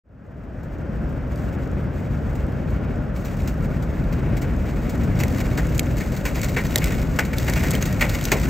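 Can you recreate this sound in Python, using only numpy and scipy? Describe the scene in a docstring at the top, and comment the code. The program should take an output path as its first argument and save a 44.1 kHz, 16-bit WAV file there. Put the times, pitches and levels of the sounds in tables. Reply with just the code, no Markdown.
"""A gale blows over a snowy airfield and straight onto a hand-held microphone.
Eddies buffet its two ports over the roar and hiss of the open field: coloured noise that swells with the gusts.
Drifting snow builds to a dense hiss on the housing, noise and random grains in swirls. Bursts of tiny contacts
make ice pellets tick, puffs of grains spray, soft clumps crunch and crumble, and hard chips snap and knock."""
import sys
import numpy as np
from scipy import signal
from scipy.fft import rfft, irfft
from scipy.io import wavfile
from scipy.ndimage import uniform_filter1d

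SR = 44100
rng = np.random.default_rng(int(sys.argv[2]) if len(sys.argv) > 2 else 0)


def transcribe(signal):
    """Save signal, clipped to [-1, 1], as a 16-bit WAV file at the path in sys.argv[1]."""
    frames = np.atleast_2d(signal).T
    limited = np.clip(frames, -1, 1)
    pcm = np.round(limited * 32767).astype(np.int16)
    wavfile.write(sys.argv[1], SR, pcm)


N = 374409
TIME, BINS = np.arange(N) / SR, np.fft.rfftfreq(N, 1 / SR)

# flow of snow against the housing: (time [s], level [dB])
SNOW_FLOW = [(0, -60.5), (1.1, -59.5), (1.3, -57), (1.36, -50), (1.88, -59.5), (1.96, -53), (3.12, -57.5),
             (3.2, -48.5), (3.42, -45.5), (3.56, -51.5), (4.25, -51.5), (4.33, -54), (4.58, -49),
             (4.76, -47), (5.15, -48), (5.35, -39.5), (5.52, -43.5), (5.8, -43.5), (5.89, -44.5),
             (6.0, -40.5), (6.22, -44.5), (6.4, -41.5), (6.54, -40.5), (6.68, -38.5), (6.92, -34.5),
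             (7.08, -43.5), (7.31, -45), (7.42, -35.5), (7.62, -34), (7.86, -38), (7.92, -40.5),
             (8.12, -35.5), (8.49, -34.5)]
# relative colours of spraying grains, dull thuds and soft pushes: (frequency [Hz], level [dB])
GRAIN_COLOUR = [(200, -6), (900, 4.5), (1500, 3), (2200, 6), (3100, 0), (5500, -0.5), (6800, 1.5),
                (8100, 0.5), (9700, -12.5), (11700, -5.5), (14000, -2), (15600, 0)]
THUD_COLOUR = [(80, -12.5), (500, 2), (1100, -7), (1600, -0.5), (2250, -1), (2650, -4), (2950, -8.5),
               (4000, -16.5), (9000, -29)]
PUSH_COLOUR = [(60, -19.5), (350, 1), (600, 0.5), (1000, -7), (3000, -45.5)]


def gain_of(db):
    """Decibels to amplitude."""
    return np.exp(np.asarray(db) * (np.log(10) / 20))


def evened(x):
    """Scales to unit rms."""
    return x / np.sqrt(np.mean(x ** 2) + 1e-20)


def read(points, hz):
    """Reads a spectrum table on a log-frequency axis."""
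    f, value = np.transpose(points)
    return np.interp(np.log(hz + 1), np.log(f + 1), value)


def follow(points, s=TIME):
    """Reads a level curve at the given times, or at every sample."""
    return np.interp(s, *np.transpose(points))


def add(mix, s, sound):
    """Mixes a sound in at time s."""
    part = mix[round(s * SR):][:len(sound)]
    part += sound[:len(part)]


def flutter(hz, size=32):
    """Random wobble of about unit rms whose rates centre near hz."""
    t = TIME[::size]
    rate = np.fft.rfftfreq(len(t), size / SR) / hz
    spectrum = rfft(rng.standard_normal(len(t))) * rate / (1 + rate ** 3)
    return np.interp(TIME, t, evened(irfft(spectrum, len(t))))


def colour(x, points, size=4096):
    """Minimum-phase filter of unit energy, so sharp onsets stay sharp."""
    log_gain = np.log(gain_of(read(points, abs(np.fft.fftfreq(size, 1 / SR)))))
    response = np.exp(np.conj(signal.hilbert(log_gain)))
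    taps = np.fft.ifft(response).real[:size // 2]
    return signal.oaconvolve(x, taps / np.linalg.norm(taps))[:N]


def air(points):
    """Turbulent pressure at two ports, only partly alike because small eddies do not cover both."""
    # likeness of the ports: (frequency [Hz], correlation [-1 to 1])
    port_likeness = [(40, .996), (70, .992), (140, .972), (250, .8), (500, .81), (1100, .6), (1800, .92),
                     (4000, .9)]
    left, other = rfft(rng.standard_normal((2, N)))
    same = np.clip(read(port_likeness, BINS), -1, 1)
    right = same * left + np.sqrt(1 - same ** 2) * other
    return evened(irfft(np.array([left, right]) * gain_of(read(points, BINS)), N))


def steadied(x, span=0.082, share=0.27):
    """Partly evens out a noise's own slow swells, so that the gust curve leads."""
    window = signal.windows.hann(int(2 * span * SR))
    power = signal.fftconvolve((x ** 2).mean(0), window, "same")
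    return evened(x / (abs(power) + 1e-9) ** (share / 2))


def wind():
    """Turbulence buffets the ports, small eddies in shoves, over field noise that grows less with the gust."""
    # strength of the gale at the microphone: (time [s], level [dB])
    gust = [(0, -28.5), (0.6, -30), (0.85, -29), (1.0, -28), (1.3, -28), (1.52, -26), (1.65, -26.7),
            (1.9, -27), (2.35, -26.5), (2.55, -26), (2.8, -26), (2.95, -25.5), (3.05, -26.5), (3.14, -27.5),
            (3.24, -28), (3.45, -26), (3.7, -25), (3.9, -26), (4.3, -23.5), (4.6, -25.5), (4.9, -25),
            (5.1, -23), (5.55, -23.5), (5.85, -24.5), (6.2, -26.5), (6.7, -25), (6.9, -23.5), (7.2, -26),
            (7.45, -25), (7.75, -23), (7.83, -25), (7.97, -23.5), (8.1, -25.5), (8.22, -26), (8.49, -23)]
    # relative colours of each layer: (frequency [Hz], level [dB])
    large_colour = [(15, -47), (24, -34), (31, 1), (39, 3), (62, 7.5), (85, 1.5), (120, -8.5), (250, -93)]
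    small_colour = [(50, -40), (90, -4.5), (130, 2.5), (180, -2), (260, -6.5), (400, -17), (700, -26),
                    (1500, -37.5), (4000, -86)]
    roar_colour = [(100, -5.5), (300, 2), (430, -1), (560, 2.5), (750, -6.5), (980, -11), (1080, -10.5),
                   (1180, -13), (1420, -11), (1650, -15), (2000, -20), (2650, -29), (3050, -27),
                   (4000, -38.5), (5500, -36), (8000, -58)]
    hiss_colour = [(800, -33), (1200, -1), (1400, 3), (1650, 0.5), (2000, -6.5), (2720, -10.5), (2950, -26),
                   (4500, -50)]
    gale_db = -25  # the gust strength at which each layer sits at its base level
    gust_db = follow(gust) - gale_db
    shove = flutter(hz=19.9)
    # base level [dB], then dB gained per dB of gust, then depth of the wobble [dB]
    large = steadied(air(large_colour)) * gain_of(-25 + 1.24 * gust_db + 1.3 * flutter(hz=5.0))
    small = steadied(air(small_colour)) * gain_of(-25 + 1.24 * gust_db + 0.91 * shove)
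    roar = air(roar_colour) * gain_of(-34.5 + 0.53 * gust_db + 0.55 * shove)
    hiss = air(hiss_colour) * gain_of(-48.5 + 0.21 * gust_db + 1.2 * flutter(hz=14))
    return large + small + roar + hiss


def drift(grains_per_s=200, full_flow_db=-40):
    """Powder hisses in swirls, grains crackle and grow ragged with the flow, and coarse snow rushes lower."""
    # coarse snow that the gusts lift off the ground: (time [s], level [dB])
    coarse_flow = [(0, -72), (1.5, -55), (2.1, -55), (2.7, -52.5), (2.85, -49), (3.05, -58), (3.3, -50.5),
                   (3.65, -52.5), (4.05, -49.5), (4.3, -46), (4.55, -48.5), (4.75, -48.5), (5.4, -44.5),
                   (6.22, -49), (6.4, -56), (6.9, -37.5), (7.1, -48.5), (7.6, -40.5), (7.85, -43),
                   (8.49, -39)]
    flow_db = follow(SNOW_FLOW)
    strength = np.minimum(gain_of(0.98 * (flow_db - full_flow_db)), 1)
    swirl_db = 2.2 * flutter(hz=12)
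    ragged = gain_of(strength * 2.16 * flutter(hz=54.3) + swirl_db)

    # sparse clicks of random polarity; a few are much louder than the rest
    clicks = (rng.random(N) < grains_per_s / SR) * rng.choice([-1, 1], N)
    grains = evened(clicks * gain_of(4.5 * np.minimum(rng.exponential(1, N), 4)))
    hiss = gain_of(-4.0) * rng.standard_normal(N)
    crackle = gain_of(-12.5) * strength * grains
    powder = gain_of(flow_db) * (hiss + crackle)
    coarse = rng.standard_normal(N) * gain_of(follow(coarse_flow) + 0.96 * flutter(hz=25))
    return colour(ragged * powder, GRAIN_COLOUR) + colour(ragged * coarse, THUD_COLOUR)


def burst(decay, rise, grain_db, lumps_db=0):
    """A shower of tiny contacts that starts fast and thins out, perhaps in lumps."""
    t = TIME[:SR // 4]
    lumps = evened(uniform_filter1d(rng.standard_normal(len(t)), size=90))
    unevenness_db = grain_db * rng.standard_normal(len(t)) + lumps_db * lumps
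    contacts = evened(rng.standard_normal(len(t)) * gain_of(unevenness_db))
    return contacts * (1 - np.exp(-t / max(rise, 1e-5))) * np.exp(-t / max(decay, 1e-4))


def pitched(x, hz, width_hz, ring_db):
    """A one-pole resonance lifts the band around hz in a blow."""
    r = np.exp(-np.pi * width_hz / SR)
    ring = 2 * signal.lfilter([1 - r], [1, -r * np.exp(2j * np.pi * hz / SR)], x).real
    return x + gain_of(ring_db) * ring


def stray_pellets(count=70, over_flow_db=12.5, spread_db=3):
    """Small pellets land at random, as loud as the flow allows: (time [s], level [dB], band [Hz])."""
    when, size, pitch = rng.random((count, 3)).T
    s = when * TIME[-1]
    db = follow(SNOW_FLOW, s) + over_flow_db + spread_db * (2 * size - 1)
    return list(zip(s, db, 3200 + 5500 * pitch))


def pellets():
    """Ice pellets tick: very short bursts of contacts, each strongest in its own band."""
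    # single pellets: (time [s], relative level [dB], strongest band [Hz])
    single_pellets = [(3.824, -34, 5500), (5.2086, -23, 7500), (5.281, -23, 6000), (5.313, -33, 7300),
                      (5.669, -25, 7000), (5.779, -18, 7100), (6.4153, -16.5, 7700), (6.445, -18, 7300),
                      (6.667, -23, 6000), (6.7767, -14, 3200), (6.858, -19, 9000), (7.3834, -11, 3770),
                      (7.497, -13, 7640), (7.5195, -31, 6200), (7.707, -10.5, 8450), (7.714, -13.5, 7090),
                      (7.7511, -12, 3180), (7.8247, -11, 6660), (7.9267, -20, 6500), (8.0977, -17, 3810),
                      (8.211, -20, 3300), (8.24, -15, 6550), (8.253, -8.5, 6330)]
    # relative colour of ice: (frequency [Hz], level [dB])
    ice_colour = [(200, -48), (1000, 0.5), (2000, 0), (3100, 3.5), (4500, 3.5), (7500, 5), (9700, -0.5),
                  (12000, 4.5), (16000, 2)]
    ticks = np.zeros(N)
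    for s, db, hz in list(single_pellets) + stray_pellets():
        tick = burst(decay=0.0029, rise=0.00036, grain_db=2.5)
        add(ticks, s, gain_of(db - 9.5) * pitched(tick, hz, width_hz=520, ring_db=4.5))
    return colour(ticks, ice_colour)


def puffs():
    """Puffs of fine grains spray over the housing: soft-edged bursts of even contacts."""
    # puffs: (time [s], relative level [dB])
    puff_rows = [(0.6305, -36.5), (1.09, -42), (2.1695, -46), (2.351, -31), (2.7023, -37), (3.16, -31),
                 (3.247, -27.5), (3.474, -20), (3.6416, -34), (3.824, -30), (4.1245, -33.5), (4.367, -23.5),
                 (4.416, -23), (4.893, -22.5), (5.0333, -26), (5.189, -20), (5.2, -24), (5.745, -23),
                 (5.9785, -22.5), (6.118, -26), (6.163, -21.5), (6.484, -19), (7.158, -25), (7.249, -21.5),
                 (7.853, -15.5)]
    spray = np.zeros(N)
    for s, db in puff_rows:
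        add(spray, s, gain_of(db - 11.0) * burst(decay=0.015, rise=0.0017, grain_db=0.5))
    return colour(spray, GRAIN_COLOUR)


def clumps():
    """Snow clumps crunch in lumpy bursts with spray, rustling crumbs and a soft push as they flatten."""
    # clumps: (time [s], relative level [dB], spray trim [dB], push trim [dB],
    #          crunch rise [s], crunch decay [s], strongest band [Hz])
    clump_rows = [(3.252, -40.5, -7, -4, 0.0039, 0.023, 2500), (4.1243, -39, -9, 0, .002, 0.015, 2450),
                  (5.199, -28.5, -11, -4, 0.0018, 0.027, 2700), (5.381, -32.5, -8, -3, .003, 0.013, 2900),
                  (5.402, -31, -7, -5, 0.0024, 0.014, 2000),
                  (5.5736, -23.5, -11, -4.5, 0.0026, 0.017, 1690),
                  (6.003, -32, -12, -20, .003, 0.026, 2270), (6.2511, -27.5, -8, -4, 0.0026, 0.032, 2500),
                  (6.348, -34, -9, -4, 0.0027, 0.067, 2080), (6.428, -30.5, -5, -6, .003, 0.026, 2100),
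                  (6.563, -16, -20, -14.5, .006, 0.02, 1930), (6.8146, -29.5, -21, -15, .003, 0.029, 2150),
                  (7.1884, -13.5, -14.5, -13, .0008, 0.013, 1850),
                  (7.3313, -23.5, -15.5, -18, 0.0009, 0.0081, 1980),
                  (7.477, -23, -15, -3.5, .002, 0.015, 1990), (7.5564, -23, -13, -15, 0.0024, 0.022, 2190),
                  (7.629, -28, -11.5, -5, .003, 0.038, 1990), (7.731, -28.5, -9, -4, 0.0022, 0.023, 2000),
                  (8.0074, -13.5, -15.5, -10, 0.0024, 0.025, 2150),
                  (8.147, -32.5, -3, -0.5, .002, 0.012, 2100),
                  (8.3167, -14.5, -8, -5.5, 0.00092, 0.014, 2430), (8.343, -34, -18, 6, .002, 0.017, 2200),
                  (8.431, -36.5, -1, -12, .001, 0.0057, 2100)]
    lumps_db, push_delay_s = 2.5, 0.00501
    thud, spray, push = np.zeros((3, N))
    for s, db, spray_db, push_db, rise, decay, hz in clump_rows:
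        crunch = burst(decay, rise, grain_db=5.0, lumps_db=lumps_db)
        # the crumbs rustle on after the clump
        crumbs = gain_of(-21) * burst(decay=0.048, rise=decay, grain_db=3.5)
        blow = pitched(crunch + crumbs, hz, width_hz=800, ring_db=4)
        add(thud, s, gain_of(db - 7.5) * blow)

        grains = burst(decay * 0.77, rise, grain_db=-2.5, lumps_db=lumps_db)
        add(spray, s, gain_of(db + spray_db + 9.5) * grains)

        flattening = burst(decay * 1.5, rise=0.0016, grain_db=4.0)
        add(push, s + push_delay_s, gain_of(db + push_db + 2.0) * flattening)
    return colour(thud, THUD_COLOUR) + colour(spray, GRAIN_COLOUR) + colour(push, PUSH_COLOUR)


def chips():
    """Hard chips of ice crack brightly, knock with a very short ring and give a low push."""
    # chips: (time [s], relative crack level [dB], brightest crack band [Hz],
    #         knock level [dB], knock frequency [Hz], push level [dB])
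    chip_rows = [(5.2356, -10.5, 3900, -11.5, 2100, -26), (5.7938, -1.5, 7900, -10, 2400, -33),
                 (6.7582, 1, 9000, -7.5, 1900, -23.5), (6.7831, -8.5, 3300, -26, 2200, -30),
                 (6.842, -8.5, 3800, -17, 2270, -30), (7.5355, -11, 3700, -16, 2000, -30)]
    # relative colour of the crack: (frequency [Hz], level [dB])
    crack_colour = [(300, -40), (1500, -27), (2600, 0), (3900, 5.5), (5500, 4.5), (8000, 6), (9700, -2),
                    (12000, 4), (16000, -3.5)]
    t = TIME[:SR // 50]
    knock_shape = (1 - np.exp(-t / 0.00027)) * np.exp(-t / 0.0009)  # rise and decay [s]
    crack, knock, push = np.zeros((3, N))
    for s, db, crack_hz, knock_db, knock_hz, push_db in chip_rows:
        snap = burst(decay=0.0025, rise=0.00013, grain_db=7.0)
        add(crack, s, gain_of(db - 11.5) * pitched(snap, crack_hz, width_hz=470, ring_db=-3.5))
        add(knock, s, gain_of(knock_db) * knock_shape * np.sin(2 * np.pi * knock_hz * t))
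        add(push, s, gain_of(push_db) * burst(decay=0.0099, rise=0.0008, grain_db=0.0))
    return colour(crack, crack_colour) + knock + colour(push, PUSH_COLOUR)


def housing(x):
    """Whatever strikes the housing also rings its modes, decaying cosines."""
    # modes: (frequency [Hz], width [Hz], gain over the direct sound [dB])
    modes = [(1477, 32, 2), (1878, 28, 2.5), (2055, 24, 3), (2227, 45, 1.5), (2480, 50, -7), (2750, 60, -6),
             (3780, 80, -6), (4490, 60, -5), (6520, 110, -5), (11677, 200, 0)]
    t = TIME[:SR // 8]
    ring = np.zeros(len(t))
    for hz, width, db in modes:
        strength = gain_of(db) * 2 * np.pi * width / SR
        ring += strength * np.exp(-np.pi * width * t) * np.cos(2 * np.pi * hz * t)
    return x + signal.oaconvolve(x, ring)[:N]


def snow():
    """All the snow and ice that strikes: drift, pellets, puffs, clumps and chips."""
    return drift() + pellets() + puffs() + clumps() + chips()


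def one_port_snow():
    """Each port gets its own random grains on the same curves and times, which widens the snow."""
    # relative colour of the snow at one port: (frequency [Hz], level [dB])
    one_port_colour = [(400, -6), (1100, 0), (2000, -9), (4000, 1), (7000, 0), (14000, 1)]
    return gain_of(-9.5) * np.array([colour(snow(), one_port_colour) for _ in range(2)])


def scene():
    """Wind at the ports, snow heard through the housing at both, and grains heard at one port only."""
    return wind() + housing(snow()) + one_port_snow()


def port_pair(dry):
    """The path through the housing sets level and phase apart between the two ports."""
    # left over right: (frequency [Hz], level [dB])
    balance = [(60, .3), (125, 1.2), (250, 3.5), (500, .5), (1150, 3), (1700, .2), (8000, .3)]
    # phase by which left leads: (frequency [Hz], phase [rad])
    lead = [(100, 0), (400, -.3), (1150, -.5), (2000, 0), (3300, .7), (5200, .3), (5800, -.35), (7200, 0),
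            (8500, -1.1), (9300, -2.8), (10200, -3.2), (13200, -6.1), (14000, -6.5), (15800, -8.6)]
    side, hz = np.array([[1], [-1]]) / 2, np.fft.rfftfreq(2 * N, 1 / SR)
    ports = gain_of(side * read(balance, hz)) * np.exp(1j * side * read(lead, hz))
    return irfft(rfft(dry, 2 * N) * ports)[:, :N]


def fade_in(start_s=0.036, length_s=0.91):
    """The sound rises evenly out of silence."""
    return np.clip((TIME - start_s) / length_s, 0, 1)


def record(dry, bass_hz=30, ceiling=0.78, edge_hz=15850):
    """After the port pair, deep bass rolls off and peaks are rounded; then the fade-in and a treble limit."""
    heard = port_pair(dry)
    high_pass = signal.butter(6, bass_hz, "high", fs=SR, output="sos")
    heard = signal.sosfilt(high_pass, heard)
    rounded = heard / (1 + (heard / ceiling) ** 4) ** (1 / 4)
    low_pass = signal.firwin(511, edge_hz, window=("kaiser", 9), fs=SR)
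    return signal.oaconvolve(rounded * fade_in(), low_pass[None], "same")


dry = scene()
out = record(dry)
transcribe(out)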